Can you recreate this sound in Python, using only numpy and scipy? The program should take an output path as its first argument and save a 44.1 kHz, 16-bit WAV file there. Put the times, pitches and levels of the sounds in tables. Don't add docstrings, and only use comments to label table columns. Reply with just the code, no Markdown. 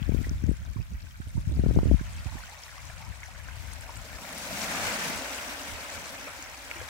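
import sys
import numpy as np
from scipy import signal
from scipy.fft import rfft, irfft, next_fast_len
from scipy.io import wavfile
from scipy.ndimage import uniform_filter1d

SR = 44100
rng = np.random.default_rng(int(sys.argv[2]) if len(sys.argv) > 2 else 0)


def generate_wav(sig):
    pcm = np.round(np.clip(np.atleast_2d(sig).T, -1, 1) * 32767).astype(np.int16)
    wavfile.write(sys.argv[1], SR, pcm)


N = 303849

# (frequency [Hz], relative density [dB per Hz])
BREEZE_COLOUR = [(18, -41), (30, -35), (42, -9), (65, -4), (95, -10), (140, -19.5), (220, -29.5),
                 (400, -53.5), (900, -73)]
# (frequency [Hz], relative density [dB per Hz])
GUST_COLOUR = [(18, -55), (32, -30), (50, -12), (110, -1), (190, -1.5), (300, -7), (450, -19), (700, -22.5),
               (1300, -58), (3000, -61)]
# (time [s], left port level [dB], right port level [dB])
BREEZE_LEVELS = [(0, -36, -68), (0.6, -45.5, -47), (1.1, -48, -51), (1.6, -39, -36), (2.4, -51, -46),
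                 (2.62, -54.5, -63), (2.85, -44, -53), (3.25, -46.5, -57), (3.65, -38.5, -54),
                 (4.32, -58, -58), (4.5, -48.5, -59), (5.4, -58, -53.5), (6.3, -55.5, -59),
                 (6.89, -54, -59)]
# (time of peak [s], nominal length [s], left port level [dB], right port level [dB])
GUSTS = [(0.15, 0.16, -25.5, -62), (0.321, 0.14, -33, -31.5), (0.479, 0.1, -25.5, -40),
         (0.61, 0.042, -53, -34.5), (0.689, 0.064, -33, -56), (0.795, 0.048, -45, -29),
         (0.937, 0.056, -37, -33), (1.042, 0.052, -39, -63), (1.273, 0.021, -41, -35),
         (1.378, 0.044, -32, -30.5), (1.525, 0.086, -41, -28.5), (1.587, 0.052, -23.5, -30),
         (1.684, 0.084, -21.5, -33), (1.775, 0.068, -23, -25), (1.87, 0.065, -33, -24),
         (1.923, 0.044, -15, -45), (2.016, 0.2, -38, -55), (2.178, 0.06, -36.5, -40.5),
         (2.263, 0.022, -57, -29), (2.345, 0.06, -46, -35.5), (3.093, 0.044, -36, -52),
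         (3.979, 0.054, -38, -56), (4.137, 0.071, -42, -63), (4.85, 0.103, -43, -50),
         (5.162, 0.06, -60, -43.5), (5.727, 0.08, -55, -42.5), (5.964, 0.054, -55, -47.5),
         (6.81, 0.076, -44, -66)]
GUST_FALL_SHARE = 0.9
# (time [s], level before bass cut [dB], width at half height [s], port [0 left, 1 right])
BUFFETS = [(0.019, -14.5, 0.0029, 0), (0.093, -10.5, 0.0014, 0), (0.147, -11.5, 0.0015, 0),
           (0.215, -16, 0.0021, 0), (0.27, -23.5, 0.0013, 1), (0.314, -16, 0.0021, 0),
           (0.439, -11, 0.0021, 0), (0.492, -7.5, 0.0019, 0), (0.515, -15, 0.0015, 0),
           (0.762, -19, 0.0022, 1), (1.202, -22, 0.0022, 1), (1.354, -16.5, 0.0031, 1),
           (1.379, -15, 0.0026, 1), (1.474, -11.5, 0.0035, 0), (1.595, -7, 0.0024, 0),
           (1.638, -12.5, 0.0011, 0), (1.664, -6.5, 0.0015, 0), (1.711, -13.5, 0.0011, 0),
           (1.763, -11.5, 0.001, 0), (1.772, -6, 0.0016, 0), (1.789, -11.5, 0.00058, 1),
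           (1.832, -12, 0.0013, 1), (1.857, -13.5, 0.0013, 1), (1.914, -6.5, 0.0011, 0),
           (1.943, -5.5, 0.0027, 0), (2.012, -18, 0.002, 1), (2.356, -25.5, 0.0018, 1)]

# (frequency [Hz], relative density [dB per Hz])
PLUNGE_COLOUR = [(90, -18), (125, -8.5), (165, -2.5), (205, 2.5), (260, -9.5), (360, -25.5)]
SLOSH_COLOUR = [(150, -17), (215, -6.5), (265, 3), (325, -5.5), (400, -7.5), (480, -3.5), (570, 2),
                (720, -1.5), (900, -4.5), (1300, -31)]
GURGLE_COLOUR = [(330, -24), (440, -12.5), (530, -3.5), (620, 0.5), (780, -1), (950, 2.5), (1100, 0),
                 (1500, 3.5), (1850, 2.5), (2250, 3.5), (2700, -0.5), (3200, -5), (4500, -30)]
SPRAY_COLOUR = [(2000, -6), (2900, -3.5), (3300, 1.5), (3850, 2.5), (4500, 1.5), (5350, 1.5), (6050, 1.5),
                (6700, 0.5), (7700, 0), (9000, -4.5), (10500, -7), (12500, -10)]
FIZZ_COLOUR = [(8000, -13), (10500, -2), (11800, -7.5), (13000, 6.5), (14500, 0), (16000, 2)]
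# (frequency [Hz], correlation [-1 to 1])
LIKENESS = [(60, 0.39), (160, 0.48), (270, 1), (450, 0.79), (740, 0.99), (1220, 0.19), (1700, -0.02),
            (2250, -0.028), (3100, -0.3), (4200, 0.073), (9080, 0.041), (15000, 0.29)]
# (frequency [Hz], left minus right level [dB])
LEAN = [(100, 4), (160, 0.5), (270, 4), (450, 3), (740, 2.5), (1220, 1.2), (2010, 0.1), (3200, 2),
        (4200, 0.5), (5850, 6.5), (6900, 2.5), (9500, 7), (13500, 0.5), (15500, 5)]
# (time [s], lead of the left port [ms])
BEARING = [(0, 0.41), (1.4, 0.34), (2.3, 0.076), (4.1, 0.1), (4.8, -0.05), (6.89, -0.081)]
# (time [s], gurgle level [dB], spray level [dB], fizz level [dB])
TRICKLE = [(0, -49, -59.5, -63), (0.22, -47.5, -52.5, -59), (0.36, -51, -57, -68),
           (0.9, -55.5, -59.5, -64.5), (1.35, -54, -57.5, -67.5), (2.0, -48, -53, -69),
           (2.45, -47.5, -50.5, -65), (3.35, -49.5, -54.5, -68), (3.65, -47.5, -51.5, -60),
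           (4.2, -50, -55, -62), (6.6, -54, -66.5, -63), (6.78, -43.5, -52.5, -59.5)]
PLUNGE_CALM_DB, SLOSH_CALM_DB = -24, -24
# (time [s], nominal pitch [Hz], level [dB], t60 [s], left minus right level [dB])
PLOPS = [(0.028, 3100, -30, 0.0065, 13), (0.244, 1970, -34.5, 0.05, -3), (0.294, 5830, -33, 0.0095, 14),
         (0.767, 1105, -40, 0.053, 3), (1.215, 1580, -43, 0.089, -4), (1.369, 940, -40, 0.05, 0),
         (1.994, 1600, -32, 0.033, -1), (2.182, 2720, -40, 0.025, -5), (2.435, 1510, -36.5, 0.047, 3),
         (2.523, 855, -42, 0.058, 2), (2.636, 5300, -34, 0.0077, 12), (2.779, 1130, -35.5, 0.024, -2),
         (2.9, 745, -39, 0.034, 2), (3.004, 890, -40.5, 0.062, 2), (3.232, 2190, -29, 0.026, 3),
         (3.284, 776, -43, 0.059, 2), (3.486, 1570, -30.5, 0.023, 4), (3.735, 8600, -32, 0.005, 13),
         (3.81, 8800, -37.5, 0.0069, 16), (3.893, 950, -31.5, 0.032, 0), (3.973, 7900, -30, 0.0052, 12),
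         (4.328, 8300, -28, 0.005, 12), (4.383, 10400, -25, 0.0046, 10), (4.509, 644, -29, 0.05, 2),
         (4.616, 5800, -33, 0.03, 19), (4.747, 1250, -25, 0.033, 2), (5.347, 7640, -29, 0.013, 10),
         (5.387, 2630, -25, 0.012, -3), (5.616, 5600, -34, 0.016, 9), (5.901, 6460, -32, 0.01, 12),
         (6.271, 583, -33.5, 0.045, 1), (6.282, 1334, -31, 0.022, 1), (6.389, 302, -43, 0.073, 7),
         (6.425, 6900, -28, 0.012, 3), (6.699, 1500, -37, 0.02, 1), (6.713, 2250, -18, 0.01, 0),
         (6.738, 2730, -35, 0.02, -3), (6.757, 337, -41.5, 0.15, 1), (6.778, 935, -41, 0.04, -4),
         (6.803, 1640, -30.5, 0.024, 2), (6.814, 520, -32.5, 0.058, -1)]
# (time [s], strength [dB])
BREAKS = [(4.8, 0), (5.878, -13)]
# (level [dB], rise [dB/s], full before break [s], full after break [s], fall to half amplitude [s])
PLUNGE_SWELL = (-44.5, 38, 0.22, 0.33, 0.03)
SLOSH_SWELL = (-41, 19.5, 0.04, 0.34, 0.31)
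GURGLE_SWELL = (-33, 24, 0.0462, 0.21, 0.47)
SPRAY_SWELL = (-37, 25.5, 0.1457, 0.2455, 0.435)
FIZZ_SWELL = (-49, 28, 0.28, 0.16, 0.5)
# (time [s], lift before layer shares [dB])
TOPPLES = [(4.6, 1.5), (4.87, 3), (5.06, 1.65), (5.35, 1.87), (5.52, 1.88), (5.919, 1.5), (6.27, 1)]
TOPPLE_S = 0.05
TOPPLE_SHARES = (0.8, 0.62, 1)

CUTOFF_HZ = 15750
BLOCK = 32
TIME = np.arange(N) / SR
FFT_SIZE = next_fast_len(N + 4096)
FREQS = np.maximum(np.arange(FFT_SIZE // 2 + 1) * SR / FFT_SIZE, 1)


def from_db(db):
    return 10 ** (np.asarray(db) / 20)


def together(*levels_db):
    return 10 * np.log10(sum(from_db(db) ** 2 for db in levels_db) + 1e-20)


def rms_one(x):
    return x / np.sqrt(np.mean(x ** 2) + 1e-20)


def in_time(rows):
    s, *columns = np.transpose(rows)
    return [np.interp(TIME, s, column) for column in columns]


def at_hz(points, hz):
    table = np.array(points)
    return np.interp(np.log(hz), np.log(table[:, 0]), table[:, 1])


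def panned(lean_db):
    return from_db(np.array([[.5], [-.5]]) * lean_db)


def coloured(x, colour, lean_db=0):
    gain = from_db(at_hz(colour, FREQS)) * panned(lean_db)
    spectrum = rfft(x, FFT_SIZE) * gain
    return rms_one(irfft(spectrum, FFT_SIZE)[:, :N])


def births(per_s):
    blocks = np.repeat(np.arange(len(per_s)), rng.poisson(per_s * BLOCK / SR))
    return blocks * BLOCK + rng.integers(0, BLOCK, len(blocks))


def drift(rate):
    pole, run_in = np.exp(-2 * np.pi * BLOCK * rate / SR), 1000
    chance = rng.standard_normal(N // BLOCK + run_in)
    smooth = signal.lfilter([1], [1, -2 * pole, pole * pole], chance)
    return rms_one(smooth[run_in:])


def turbulence(even_s=0.048):
    x = coloured(rng.standard_normal((2, N)), BREEZE_COLOUR)
    power = uniform_filter1d(x ** 2, max(int(even_s * SR), 2))
    return x / np.sqrt(power + 0.0076)


def eddies(per_s=130, size_db=2.0):
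    puffs = np.zeros((2, N))
    for port in puffs:
        at = births(np.full(N // BLOCK, per_s))
        size = from_db(size_db * np.minimum(rng.exponential(1, len(at)), 3.0))
        port[at] = size * rng.choice([-1, 1], len(at))
    return coloured(puffs, GUST_COLOUR)


def wind_level():
    levels_db = [np.array(in_time(BREEZE_LEVELS))]
    for s, length, left_db, right_db in GUSTS:
        away = 2 * (TIME - s) / (length * np.where(TIME > s, GUST_FALL_SHARE, 1))
        drop_db = np.minimum(6 * away ** 2, 80)
        levels_db.append(np.array([[left_db], [right_db]]) - drop_db)
    return together(*levels_db)


def wind(rumble_db=3.35, gust_db=-5.0, hard_db=-24.5, steepness=0.77):
    level_db = wind_level()
    eddies_db = gust_db + steepness * np.minimum(level_db - hard_db, 0)
    return from_db(level_db) * (from_db(rumble_db) * turbulence() + from_db(eddies_db) * eddies())


def buffets(level_db=2.5, bass_cut_hz=48):
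    out = np.zeros((2, N))
    for s, peak_db, width, port in BUFFETS:
        near = slice(*np.searchsorted(TIME, [s - 2 * width, s + 2 * width]))
        push = .5 ** ((2 * (TIME[near] - s) / width) ** 2)
        out[int(port > .5), near] += rng.choice([-1, 1]) * from_db(peak_db + level_db) * push
    bass_cut = signal.butter(2, bass_cut_hz, "high", fs=SR, output="sos")
    return signal.sosfilt(bass_cut, out + 1e-18)


def plops(rows, rise, splash_db, level_db, swell_cycles=0.27):
    out, t = np.zeros((2, N + SR)), np.arange(SR // 10) / SR
    for s, hz, peak_db, t60, lean_db in rows:
        pitch = hz * (1 + rise * (np.minimum(t / t60, 1) - .3))
        phase = 2 * np.pi * np.cumsum(pitch) / SR
        smoothing = signal.butter(2, .15 * hz, fs=SR, output="sos")
        unsteady = rms_one(signal.sosfilt(smoothing, rng.standard_normal((2, len(t)))))
        splash = from_db(splash_db - 45 * t / t60) * unsteady * np.cos(phase)
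        swell = 1 - np.exp(-(t * hz / swell_cycles) ** 2)
        sound = (np.sin(phase) * from_db(-60 * t / t60) + splash) * swell
        at = max(round(s * SR), 0)
        out[:, at:at + len(t)] += from_db(peak_db + level_db) * panned(lean_db) * sound
    return out[:, :N]


def laps(count=48, size=3, above_db=0.5, spread_db=5.0, cycles=50, gap_s=.02, climb=1.12,
         low_hz=680, high_hz=2300):
    when, pitch, strength, side = rng.random((count, 4)).T[:, :, None]
    step = np.cumsum(rng.uniform(.4, 1.6, (count, size)), axis=1) - 1
    s = np.clip(when * N / SR + gap_s * step, 0, N / SR)
    hz = low_hz * (high_hz / low_hz) ** pitch * climb ** step
    calm_db = np.interp(s, *np.transpose(TRICKLE)[:2])
    peak_db = calm_db + above_db + spread_db * strength - step
    columns = np.broadcast_arrays(s, hz, peak_db, cycles / hz, 10 * (side - .4))
    return np.stack(columns, axis=-1).reshape(count * size, -1)


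def ring(clicks, hz, t60):
    r, w = from_db(-60 / (t60 * SR)), 2 * np.pi * hz / SR
    return signal.lfilter([1, -r * np.cos(w)], [1, -2 * r * np.cos(w), r * r], clicks + 1e-18)


def bubbles(low_hz, high_hz, per_s, cycles, size_db, clump_db, count, lag_s=.00018, scatter_db=0.5):
    out, splash = np.zeros((2, N)), drift(22)
    for hz in np.geomspace(low_hz, min(high_hz, .4 * SR), count):
        clumping = from_db(clump_db * (.5 * splash + drift(14)))
        born = births(per_s[::BLOCK][:len(splash)] / count * clumping)
        size = from_db(size_db * np.minimum(rng.exponential(1, len(born)), 4.0))
        size = size * rng.choice([-1, 1], len(born))
        lag, lean = rng.standard_normal((2, len(born)))
        sides = size * hz / np.sqrt(per_s[born]) * panned(scatter_db * lean)
        clicks = np.zeros((2, N))
        clicks[0, born] = sides[0]
        clicks[1, np.clip(born + np.round(lag * lag_s * SR).astype(int), 0, N - 1)] = sides[1]
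        out += ring(clicks, hz, cycles / hz)
    return rms_one(out)


def wash(flutter_db):
    mid, side = rfft(rng.standard_normal((2, FFT_SIZE)))
    alike = np.clip(at_hz(LIKENESS, FREQS), -.99, .99)
    pair = np.sqrt(1 + alike) * mid + np.sqrt(1 - alike) * side * [[1], [-1]]
    flutter = from_db(flutter_db * drift(24))
    return irfft(pair, FFT_SIZE)[:, :N] * np.interp(np.arange(N) / BLOCK, np.arange(len(flutter)), flutter)


def water_layer(level_db, grains, colour, wash_db, flutter_db):
    lean_db = at_hz(LEAN, FREQS)
    near = coloured(grains, colour, lean_db)
    far = coloured(wash(flutter_db), colour, lean_db)
    mix = near + from_db(wash_db) * far
    return from_db(level_db) * mix / np.sqrt(1 + from_db(2 * wash_db))


def breaker(swell):
    peak_db, rise_db_per_s, lead_s, hold_s, half_s = swell
    levels_db = []
    for s, strength_db in BREAKS:
        build_db = rise_db_per_s * np.maximum(s - lead_s - TIME, 0)
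        fall_db = 20 * np.log10(1 + np.maximum(TIME - s - hold_s, 0) / half_s)
        levels_db.append(peak_db + strength_db - build_db - fall_db)
    return together(*levels_db)


def topples():
    return sum(db * np.exp(-((TIME - s) / TOPPLE_S) ** 2) for s, db in TOPPLES)


def water():
    calm_gurgle_db, calm_spray_db, calm_fizz_db = in_time(TRICKLE)
    plunge_db = together(calm_gurgle_db + PLUNGE_CALM_DB, breaker(PLUNGE_SWELL))
    slosh_db = together(calm_gurgle_db + SLOSH_CALM_DB, breaker(SLOSH_SWELL))
    gurgle_lift_db, spray_lift_db, fizz_lift_db = np.outer(TOPPLE_SHARES, topples())
    gurgle_db = together(calm_gurgle_db, breaker(GURGLE_SWELL) + gurgle_lift_db)
    spray_db = together(calm_spray_db, breaker(SPRAY_SWELL) + spray_lift_db)
    fizz_db = together(calm_fizz_db, breaker(FIZZ_SWELL) + fizz_lift_db)
    surge_db = gurgle_db - gurgle_db.max()
    flow = from_db(1.3 * surge_db)
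    pockets = bubbles(141.6, 263, 400 * flow, cycles=17, size_db=1.5, clump_db=1.5, count=4)
    big = bubbles(240, 930, 1600 * flow, cycles=25, size_db=1.5, clump_db=2.5, count=9)
    middling = bubbles(503.5, 3158, 7000 * flow, cycles=42, size_db=2.5, clump_db=4.0, count=19)
    drops = bubbles(2840, 11600, 14000 * flow, cycles=31, size_db=4.0, clump_db=3.0, count=12)
    foam = bubbles(10000, 15500, 14000 * flow, cycles=20, size_db=4.6, clump_db=3.2, count=4)
    rush_db = 1.5 + 0.029 * surge_db
    fizz = water_layer(fizz_db, foam, FIZZ_COLOUR, wash_db=2.0, flutter_db=.8)
    return (water_layer(plunge_db, pockets, PLUNGE_COLOUR, wash_db=-0.5, flutter_db=6.5)
            + water_layer(slosh_db, big, SLOSH_COLOUR, wash_db=-3.5, flutter_db=-0.7)
            + water_layer(gurgle_db - 1.5, middling, GURGLE_COLOUR, wash_db=rush_db, flutter_db=0.9)
            + water_layer(spray_db + 0.5, drops, SPRAY_COLOUR, wash_db=1.5, flutter_db=1.8)
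            + from_db(-0.5) * fizz)


def from_bearing(sound):
    lead_ms, = in_time(BEARING)
    lead = np.round(lead_ms * SR / 1000).astype(int)
    late = np.clip(np.arange(N) - lead, 0, N - 1)
    return np.array([sound[0], sound[1, late]])


def scene():
    near = plops(PLOPS, rise=0.076, splash_db=-4.5, level_db=-2.5)
    lapping = plops(laps(), rise=.13, splash_db=-11.0, level_db=1.0)
    return from_bearing(water() + near + lapping) + wind() + buffets()


def record(dry):
    bass_cut = signal.butter(8, 37, "high", fs=SR, output="sos")
    top_cut = signal.ellip(12, .1, 80, CUTOFF_HZ, fs=SR, output="sos")
    return signal.sosfilt(top_cut, signal.sosfilt(bass_cut, dry))


dry = scene()
out = record(dry)
generate_wav(out)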